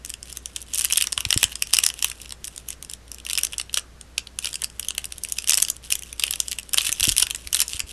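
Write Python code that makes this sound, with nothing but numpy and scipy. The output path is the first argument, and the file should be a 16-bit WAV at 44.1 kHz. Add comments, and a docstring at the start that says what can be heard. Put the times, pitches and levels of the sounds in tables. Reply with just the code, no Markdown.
"""Small plastic pack torn by hand

In a quiet room, close to the microphone, fingers tear a small plastic pack. Each crease of the film is a noisy
rattle ringing resonances: sharp snaps, with finer crackle between them. Knocks ring the body of the pack alone,
and decaying sine swings make the low thumps of the moving pack pushing at the microphone. A near wall and
the room answer; mains hum and shaped-noise hiss lie underneath, and the loudest snaps clip."""
import sys
import numpy as np
from scipy import signal
from scipy.fft import rfft, irfft, next_fast_len
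from scipy.io import wavfile
from scipy.ndimage import map_coordinates

SR = 44100
rng = np.random.default_rng(int(sys.argv[2]) if len(sys.argv) > 2 else 0)


def transcribe(u):
    """Save the signal u as a 16-bit wav file named by the first command-line argument.

    u: samples, shape (n,) or (channels, n), limited to [-1, 1]; the rate is SR.
    q: integer samples, one column per channel.
    """
    v = np.clip(np.atleast_2d(u).T, -1, 1)
    q = np.round(v * 32767).astype(np.int16)
    wavfile.write(sys.argv[1], SR, q)


N = 349272  # length of the scene in samples


def amp(db):
    """Amplitude factor of a level in dB."""
    return 10 ** (np.asarray(db) / 20)


def unit(x):
    """x scaled to an RMS of 1."""
    return x / np.sqrt(np.mean(x ** 2) + 1e-20)


def along(points, hz):
    """Values at hz, read between (Hz, value) points on a log frequency axis."""
    point_hz, value = np.transpose(points)
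    return np.interp(np.log(hz + 1), np.log(point_hz), value)


def wobble(rate):
    """A smooth random curve through rate knots a second."""
    knots = rng.standard_normal(int(N * rate / SR) + 4)
    return map_coordinates(knots, [np.arange(N) * rate / SR])


def filtered(x, response):
    """x passed through a response given as a function of frequency in Hz."""
    size = next_fast_len(N + SR // 2)
    spectrum = rfft(x, size) * response(np.fft.rfftfreq(size, 1 / SR))
    return irfft(spectrum, size)[..., :N]


# Spectrum of the hiss in the empty room. Each row: frequency in Hz, relative density in dB per Hz.
HISS_SPECTRUM = [(25, -5), (50, -5), (107, -8), (200, -12.5), (480, -17), (850, -23.5), (1500, -22.5),
                 (2700, -27), (6000, -29.5), (9000, -33), (12500, -36)]


def floor():
    """Mains hum, drifting slightly in phase and level, over noise shaped into rumble and hiss."""
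    t = np.arange(N) / SR
    hum = np.sin(2 * np.pi * 59.7 * t + .4 * wobble(4)) * amp(wobble(8))
    hiss = unit(filtered(rng.standard_normal(N), lambda hz: amp(along(HISS_SPECTRUM, hz))))
    return amp(-47.0) * hum + amp(-50.5) * hiss


def ringing(f, modes):
    """The complex response of a set of resonances, summed with alternating sign."""
    total = 0
    for k, (center, width, db) in enumerate(modes):
        resonance = 1j * f * width / (center * center - f * f + 1j * f * width)
        total = total + (-1) ** k * amp(db) * resonance
    return total


def buckle(times, db, modes, rise, t60, spread):
    """A short rattle of force at each time rings the modes, their pitch shifted at random each time.

    rise and t60 are in seconds, db is the energy of each event, spread the pitch scatter as a log ratio."""
    t = np.arange(-150, 618) / SR
    swell = np.exp(t / rise) + 0.13 * np.exp(t / (4 * rise))  # a faint slower swell leads into the sharp peak
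    decay = amp(-60 * t / t60) + 0.39 * amp(-60 * t / (4 * t60))
    shape = np.where(t < 0, swell, decay)
    chance = rng.standard_normal((len(times), len(t) + 1))
    force = chance[:, 1:] * shape
    hz = np.fft.rfftfreq(len(t), 1 / SR) * np.exp(spread * chance[:, :1])
    low_cut = hz / (hz + modes[0][0])  # thins out what lies below the first mode
    rows = irfft(rfft(force) * ringing(hz, modes) * low_cut, len(t))
    rows = rows / np.linalg.norm(rows, axis=1, keepdims=True) * amp(db)[:, None]
    where = np.round((times[:, None] + t) * SR).astype(int)
    return np.bincount(np.clip(where, 0, N).ravel(), rows.ravel(), N + 1)[:N]


# Resonances of the bright edge, the sheet and the pack's body.
# Each row: frequency in Hz, width in Hz, level within its own set in dB.
EDGE_MODES = [(5566, 656, 4.5), (7450, 870, 3.5), (8830, 2180, 4.5), (11200, 3900, -2.5)]
SHEET_MODES = [(2495, 290, -2), (2937, 630, 9), (4380, 2440, -10)]
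BODY_MODES = [(520, 570, -5.5), (1160, 310, 2), (1885, 500, 2.5)]
# the duller a crease, the more the body joins: dB against the edge, growth per dB of sheet ring, spread dB
BODY_DB, BODY_GROWS, BODY_SCATTER_DB = -15.5, 0.68, 3


def film(times, db, sheet_db, t60):
    """A buckling crease drives the bright edge, the sheet and the pack's body."""
    body_db = BODY_DB + BODY_GROWS * sheet_db + BODY_SCATTER_DB * rng.standard_normal(len(times))
    edge = buckle(times, db, EDGE_MODES, 0.00029, t60, spread=0.072)
    sheet = buckle(times, db + sheet_db, SHEET_MODES, 0.00042, 0.88 * t60, spread=0.063)
    body = buckle(times, db + body_db, BODY_MODES, 0.00048, 2.84 * t60, spread=0.1)
    return edge + sheet + body


# Single snaps of the film, loud and faint, close to the microphone.
# Each row: time in seconds, energy of the bright edge in dB, sheet ring in dB against the edge.
SINGLE_SNAPS = [(0.0493, -5, -10.5), (0.0607, -10, -23), (0.0956, -8.0, -17), (0.1021, -3.5, -13),
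                (0.1395, -7.5, -0.5), (0.2294, -7.5, -13), (0.3269, -7.5, -21), (0.3718, -3, -9.5),
                (0.4583, -2.5, -8), (0.5622, -0.5, -4.5), (0.5663, -9, -1), (0.6173, -9.5, -21),
                (0.6265, -13, -10), (0.7369, 1, -13.5), (0.746, 4, -16), (0.7528, -6, -6),
                (0.7575, -1, -16), (0.7772, 0, -11), (0.7834, 4, -16), (0.793, 5.5, -22), (0.7975, 0, -9),
                (0.8105, 2, -8), (0.8177, 1.5, -13), (0.843, -2, -11), (0.8476, 9.0, -10.5),
                (0.854, 2.5, -7), (0.9015, -6, 2), (0.9093, -8, 7.5), (0.9244, 9.5, -23), (0.9288, -5, 8),
                (0.9348, 5.5, -9), (0.9589, -5.0, 5.5), (0.9727, 9.5, -9), (0.9774, 10.5, -15),
                (0.9823, -8, 11), (1.0047, -7, 4), (1.0115, 3.5, 0), (1.0233, 8.5, -5), (1.041, -1.5, -2.5),
                (1.0712, 1.5, -8), (1.123, 0, -10), (1.128, 3.5, -9), (1.1777, 2, 2.5), (1.2062, 0, -2.5),
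                (1.2519, -2, 5.5), (1.2886, -14, -9), (1.3061, 9.5, -6), (1.3275, 4.5, 5.5), (1.342, 3, -7),
                (1.3759, 8.5, -8), (1.4304, 11.5, -1.5), (1.441, 11.5, -1.5), (1.5284, -18, 4.5),
                (1.5559, -2, -7), (1.6233, 7.5, -3.5), (1.6717, -10.5, -6), (1.731, -3, -1),
                (1.736, 14.5, -6.5), (1.7442, 6, -11), (1.7491, 2.5, -6), (1.768, 6.5, -5),
                (1.7874, 12.5, -2), (1.8362, 0, 1), (1.8384, 10, -9), (1.85, 1.0, -22), (1.8645, 13, -10.5),
                (1.8888, 0.5, -13), (1.9017, -5.5, 3), (1.9402, -10, -5), (1.9912, -10.0, -2),
                (2.0253, 5.5, -4), (2.045, 10, -4), (2.084, -10, -7), (2.0997, -4.5, -6), (2.1158, -8, -1),
                (2.2166, -10.5, -19), (2.2586, -21.5, 7), (2.2936, -13.5, -11), (2.3071, -15.5, 3.5),
                (2.3231, -6.5, -3), (2.4437, -5.5, -5.5), (2.4518, -7.5, -25), (2.473, -8.5, -13),
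                (2.4794, -6, -8.5), (2.5623, -11, -21), (2.5787, -6.5, -9), (2.687, -0.5, -15),
                (2.7046, -3, -10), (2.729, -14, -5), (2.8262, -8, -7.5), (2.8483, -12, -11),
                (2.8981, -7, -11), (2.9137, -11.5, -9), (2.936, -5.0, -5.5), (3.08, -24, -3),
                (3.117, -6, -12.5), (3.1456, -11.5, -18), (3.1844, -17.5, -2), (3.2009, -19.5, 2),
                (3.2511, -10, -7), (3.2657, -8, 3.5), (3.2886, -10.5, -1), (3.2989, -2, 0),
                (3.307, -8.5, 2), (3.3116, -4, -4), (3.3326, 3, -4.5), (3.3533, -1, -4),
                (3.3766, 5.5, -4.5), (3.3846, 2.5, 0), (3.3897, 0, -4), (3.4121, -10, -3),
                (3.4343, 8.0, -12), (3.4472, -6, -5), (3.4498, 5.5, -13), (3.469, -6.5, -6),
                (3.524, -12, -5), (3.533, -9.5, 4.5), (3.5407, -20.5, 12), (3.5823, 2.5, -19),
                (3.5985, -3.5, 3), (3.614, -3.5, -6.5), (3.6959, -34, 22), (3.73, -14, -10),
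                (3.7429, 6.0, -4), (3.7735, 4, -0.5), (3.7773, 0.5, -10), (3.7842, -6.0, 3),
                (3.7953, -8, -13), (4.0119, -12.0, -7), (4.1806, 4, 0.5), (4.272, -21, 10.5),
                (4.3886, 1.5, -5.5), (4.4457, -2.5, 1.5), (4.4567, 0, -3), (4.469, -11, 0),
                (4.4719, -5, 2.5), (4.5302, -7, -5), (4.5425, -2.5, -10), (4.5563, -1, -6),
                (4.6199, -0.5, -7), (4.6382, 0, -10), (4.6435, 4, -11), (4.7005, -18.5, -5),
                (4.7965, 2.5, -8.5), (4.829, -11, 1), (4.848, -12.5, 0), (4.8855, 3.5, -5.5),
                (4.9066, -3.0, 0), (4.9504, -14, 1.5), (4.9806, 2.5, 0), (5.0433, -5, -2.5),
                (5.055, -3, -28), (5.1231, -5, -4), (5.182, -8, -10), (5.2364, 1.5, -33),
                (5.249, -3.5, -3.5), (5.2872, -9, -15), (5.2978, -12, -20), (5.3227, 5, -18),
                (5.386, 2.5, -3), (5.4228, -11, -7), (5.443, -7.5, -1.5), (5.4749, 1, -5), (5.4839, 2, -20),
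                (5.4883, -3, 1), (5.4953, 13, -15), (5.504, -1, 4), (5.5082, 9.5, -12), (5.5212, 5.5, -4),
                (5.5343, 6.5, -4), (5.5424, 10, -17), (5.5521, 0.0, -9), (5.5737, 8, -15),
                (5.5782, 5.5, -8.5), (5.585, 1, -5), (5.6016, 1, -8), (5.6224, 8, -16), (5.6261, 14, -15.5),
                (5.6497, -1.5, -5), (5.685, -4, 2), (5.701, 7.5, -15), (5.7663, -13, -13), (5.8407, -22, 2),
                (5.9044, -0.5, -6.5), (5.9195, 1, -11), (5.9239, 10, -5.5), (5.933, -3, -11),
                (5.9541, 2.5, -9), (5.9922, -8, -11), (6.0232, -10, -6), (6.0344, -11, -3),
                (6.1287, -6, -7), (6.1966, 2, -6), (6.2238, -17, 14), (6.2375, 6, 3.5), (6.267, -4.5, -7),
                (6.28, -12, 9), (6.3093, 5.5, -10), (6.3267, -4.5, -3), (6.3368, -4, 3.5),
                (6.3579, -4, -6.5), (6.4023, 9, -9), (6.4828, -0.5, -9.5), (6.5145, -1.5, -13),
                (6.5192, -3, 0.5), (6.5294, -4, -2), (6.5868, -2, -1), (6.5969, -10.5, -5),
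                (6.631, -15.5, -8), (6.6927, -11.5, -10), (6.7342, 5.5, -10), (6.7428, 8.5, -13),
                (6.7757, 2, 1.5), (6.781, -2, -18), (6.7836, 7, 7.5), (6.809, -8.0, 10), (6.8171, -0.5, -8),
                (6.8538, -1, -10), (6.8683, -1, 1.5), (6.8924, 1.5, -3), (6.9191, 0.5, -12),
                (6.9267, 7, -10), (6.9987, 2, -4), (7.0073, 5.5, -6), (7.0299, 2.5, 5.5),
                (7.0349, 3.5, -10), (7.0409, 7.5, -8), (7.0455, 2.5, -4), (7.0528, 3, 1.5),
                (7.0717, 3.5, -10), (7.0853, 3.5, -4), (7.0916, 8.5, -3.5), (7.0967, 5.5, -9),
                (7.1165, -3.0, -4), (7.1208, 3, -5), (7.126, -3, -3), (7.1662, 3.5, -5), (7.1747, 1, -11),
                (7.1817, 13, -7.5), (7.1985, 6.5, -9), (7.2013, 5, -9), (7.2232, 8, -8),
                (7.226, 12.5, -9.5), (7.2303, -0.5, 5), (7.2687, -5.5, 3), (7.3021, -6, -4),
                (7.3088, 0, 1.5), (7.3481, -1.0, -7), (7.3595, -5, -14), (7.4733, -7.0, 0.5),
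                (7.5295, 5, -5.5), (7.546, 9, -9.5), (7.5499, 2.5, 0.5), (7.5596, -2, -13),
                (7.5687, 0.5, -2), (7.5937, -1, -3), (7.6034, 10.5, -16), (7.6169, 9, -8.5),
                (7.621, 0.5, -2), (7.6232, 1, -9), (7.6807, -1.5, -18), (7.6935, -13, -13),
                (7.7336, -2.5, -2), (7.7683, -11.5, 1), (7.795, -0.5, -7), (7.8032, 2, -3)]


def snaps():
    """The single creases that can be told apart, each buckling once."""
    return film(*np.transpose(SINGLE_SNAPS), t60=0.0034)


# Stretches where fingers slide over the film.
# Each row: start in seconds, length in seconds, usual crease energy in dB.
SLIDING_STRETCHES = [(0.258, 0.13, -31.5), (0.546, 0.062, -32), (0.688, 0.057, -29), (0.797, 0.05, -19),
                     (0.88, 0.16, -21.5), (1.466, 0.058, -29), (1.752, 0.021, -19), (2, 0.06, -22.5),
                     (2.125, 0.14, -34.0), (2.498, 0.1, -37), (2.683, 0.042, -30), (4.425, 0.086, -27.5),
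                     (5.853, 0.061, -32), (6.03, 0.084, -30), (6.201, 0.059, -24.5), (6.405, 0.07, -30),
                     (6.661, 0.053, -38.0), (6.793, 0.09, -18.5), (6.965, 0.17, -21.5), (7.376, 0.087, -33),
                     (7.551, 0.063, -15), (7.702, 0.07, -26), (7.89, 0.04, -29.5)]
SLIDING_FADE_DB_PER_S = 508  # on either side of a stretch
# fine crackle: level under the snaps around it, its build-up before a snap and fade after one
RUSTLE_DB, RISE_DB_PER_S, SETTLE_DB_PER_S = -27, 350, 273


def crackle(count=6000):
    """Fine creases at random moments, strong under sliding fingers and where strong snaps stand close on both sides."""
    chance = rng.random((count, 3))
    s = chance[:, 0] * N / SR
    snap_s, snap_db, _ = np.transpose(SINGLE_SNAPS)
    since = s[:, None] - snap_s
    past_db = np.where(since > 0, snap_db - SETTLE_DB_PER_S * since, -45).max(axis=1)
    coming_db = np.where(since < 0, snap_db + RISE_DB_PER_S * since, -45).max(axis=1)
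    between_db = (past_db + coming_db) / 2 + RUSTLE_DB

    start, length, usual_db = np.transpose(SLIDING_STRETCHES)
    outside = np.maximum(np.abs(s[:, None] - start - length / 2) - length / 2, 0)  # seconds from the stretch
    sliding_db = np.max(usual_db - SLIDING_FADE_DB_PER_S * outside, axis=1)

    clump_db = 3 * wobble(25)[(s * SR).astype(int)]
    size_db = -4.5 * (np.log(1 - .98 * chance[:, 1]) + 1)  # many small creases, few large
    db = np.maximum(between_db, sliding_db) + clump_db + size_db
    sheet_db = -11 + 14 * chance[:, 2]
    return film(s, db, sheet_db, t60=0.0034)


# Decay of the room around the pack. Each row: frequency in Hz, time to fall by 60 dB in seconds.
ROOM_DECAY = [(500, 0.61), (3000, 0.11), (7000, 0.16), (12000, 0.047)]
# the near wall's echo: delay s, level dB; level of the room's tail dB
WALL_S, WALL_DB, ROOM_DB = 0.013, -23, -16


def room(x):
    """A near wall, then a noise tail with its own decay in each band, drawn anew 16 times a second."""
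    out = np.zeros(N + SR)
    out[round(WALL_S * SR):][:N] += amp(WALL_DB) * x
    hop = SR // 16
    for start in range(0, N, hop):
        hz, t, noise = signal.stft(rng.standard_normal(SR // 4), SR, nperseg=128)
        decay = amp(-60 * t / along(ROOM_DECAY, hz)[:, None])
        tail = signal.istft(noise * decay, SR, nperseg=128)[1]
        wet = signal.fftconvolve(x[start:start + hop], tail / np.linalg.norm(tail))
        out[start + 150:][:len(wet)] += amp(ROOM_DB) * wet  # the tail sets in 150 samples late
    return out[:N]


# Fingers knocking the pack's body. Each row: time in seconds, energy in dB.
FINGER_KNOCKS = [(1.0705, -9), (1.1777, -8), (1.8637, -10.5), (3.7732, -1.5), (4.628, -13), (5.5786, -7),
                 (6.1968, -20), (6.7427, -7), (6.8929, -7), (7.2244, -14)]


def knocks():
    """A dull knock rings the body alone."""
    return buckle(*np.transpose(FINGER_KNOCKS), BODY_MODES, 0.0008, 0.013, spread=0.032)


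# Low thumps of the moving pack at the microphone.
# Each row: start in seconds, peak of the push in dB, pitch in Hz, knock as a share of the push from 0 to 1.
LOW_THUMPS = [(1.181, -37, 80, 0.02), (1.263, -24.5, 86, 0.17), (1.362, -18.5, 91, 0.64),
              (1.447, -30, 88.5, 0.16), (6.891, -36.5, 89, 1), (7.015, -27, 59.6, 0.13),
              (7.078, -21.5, 102, 1), (7.101, -27.5, 61, 0.3), (7.118, -29.5, 36, 0.2),
              (7.232, -36, 55.3, 0.2), (7.46, -38, 50.3, 0.1), (7.745, -33.5, 69.45, 0.48),
              (7.836, -30, 55.7, 0.1)]


def thumps():
    """One slow push and its rebound, a fast-dying sine, with a short 300 Hz knock on top."""
    out, t = np.zeros(N + SR), np.arange(SR // 10) / SR
    for s, db, hz, share in LOW_THUMPS:
        cycles = t * hz
        push = -np.sin(2 * np.pi * cycles) * cycles ** 1.1 * np.exp(-3.2 * cycles)
        knock = share * np.sin(2 * np.pi * 300 * t) * amp(-60 * t / 0.033)
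        out[round(s * SR):][:len(t)] += amp(db) * (push / np.abs(push).max() + knock)
    return out[:N]


def scene():
    """The pack in the room, with the thumps at the microphone, over the floor noise."""
    pack = snaps() + knocks() + crackle()
    return (pack + room(pack) + thumps() + floor())[None]


TOP_HZ = 12360  # middle of the 300 Hz wide slope at the band limit


def record(dry):
    """The input clips at full scale; nothing is kept above the slope at the band limit."""
    clipped = np.clip(dry, -1, 1)
    limited = filtered(clipped, lambda hz: np.clip((TOP_HZ - hz) / 300 + .5, 0, 1) ** 2)
    return np.clip(limited, -1, 1)


dry = scene()
out = record(dry)
transcribe(out)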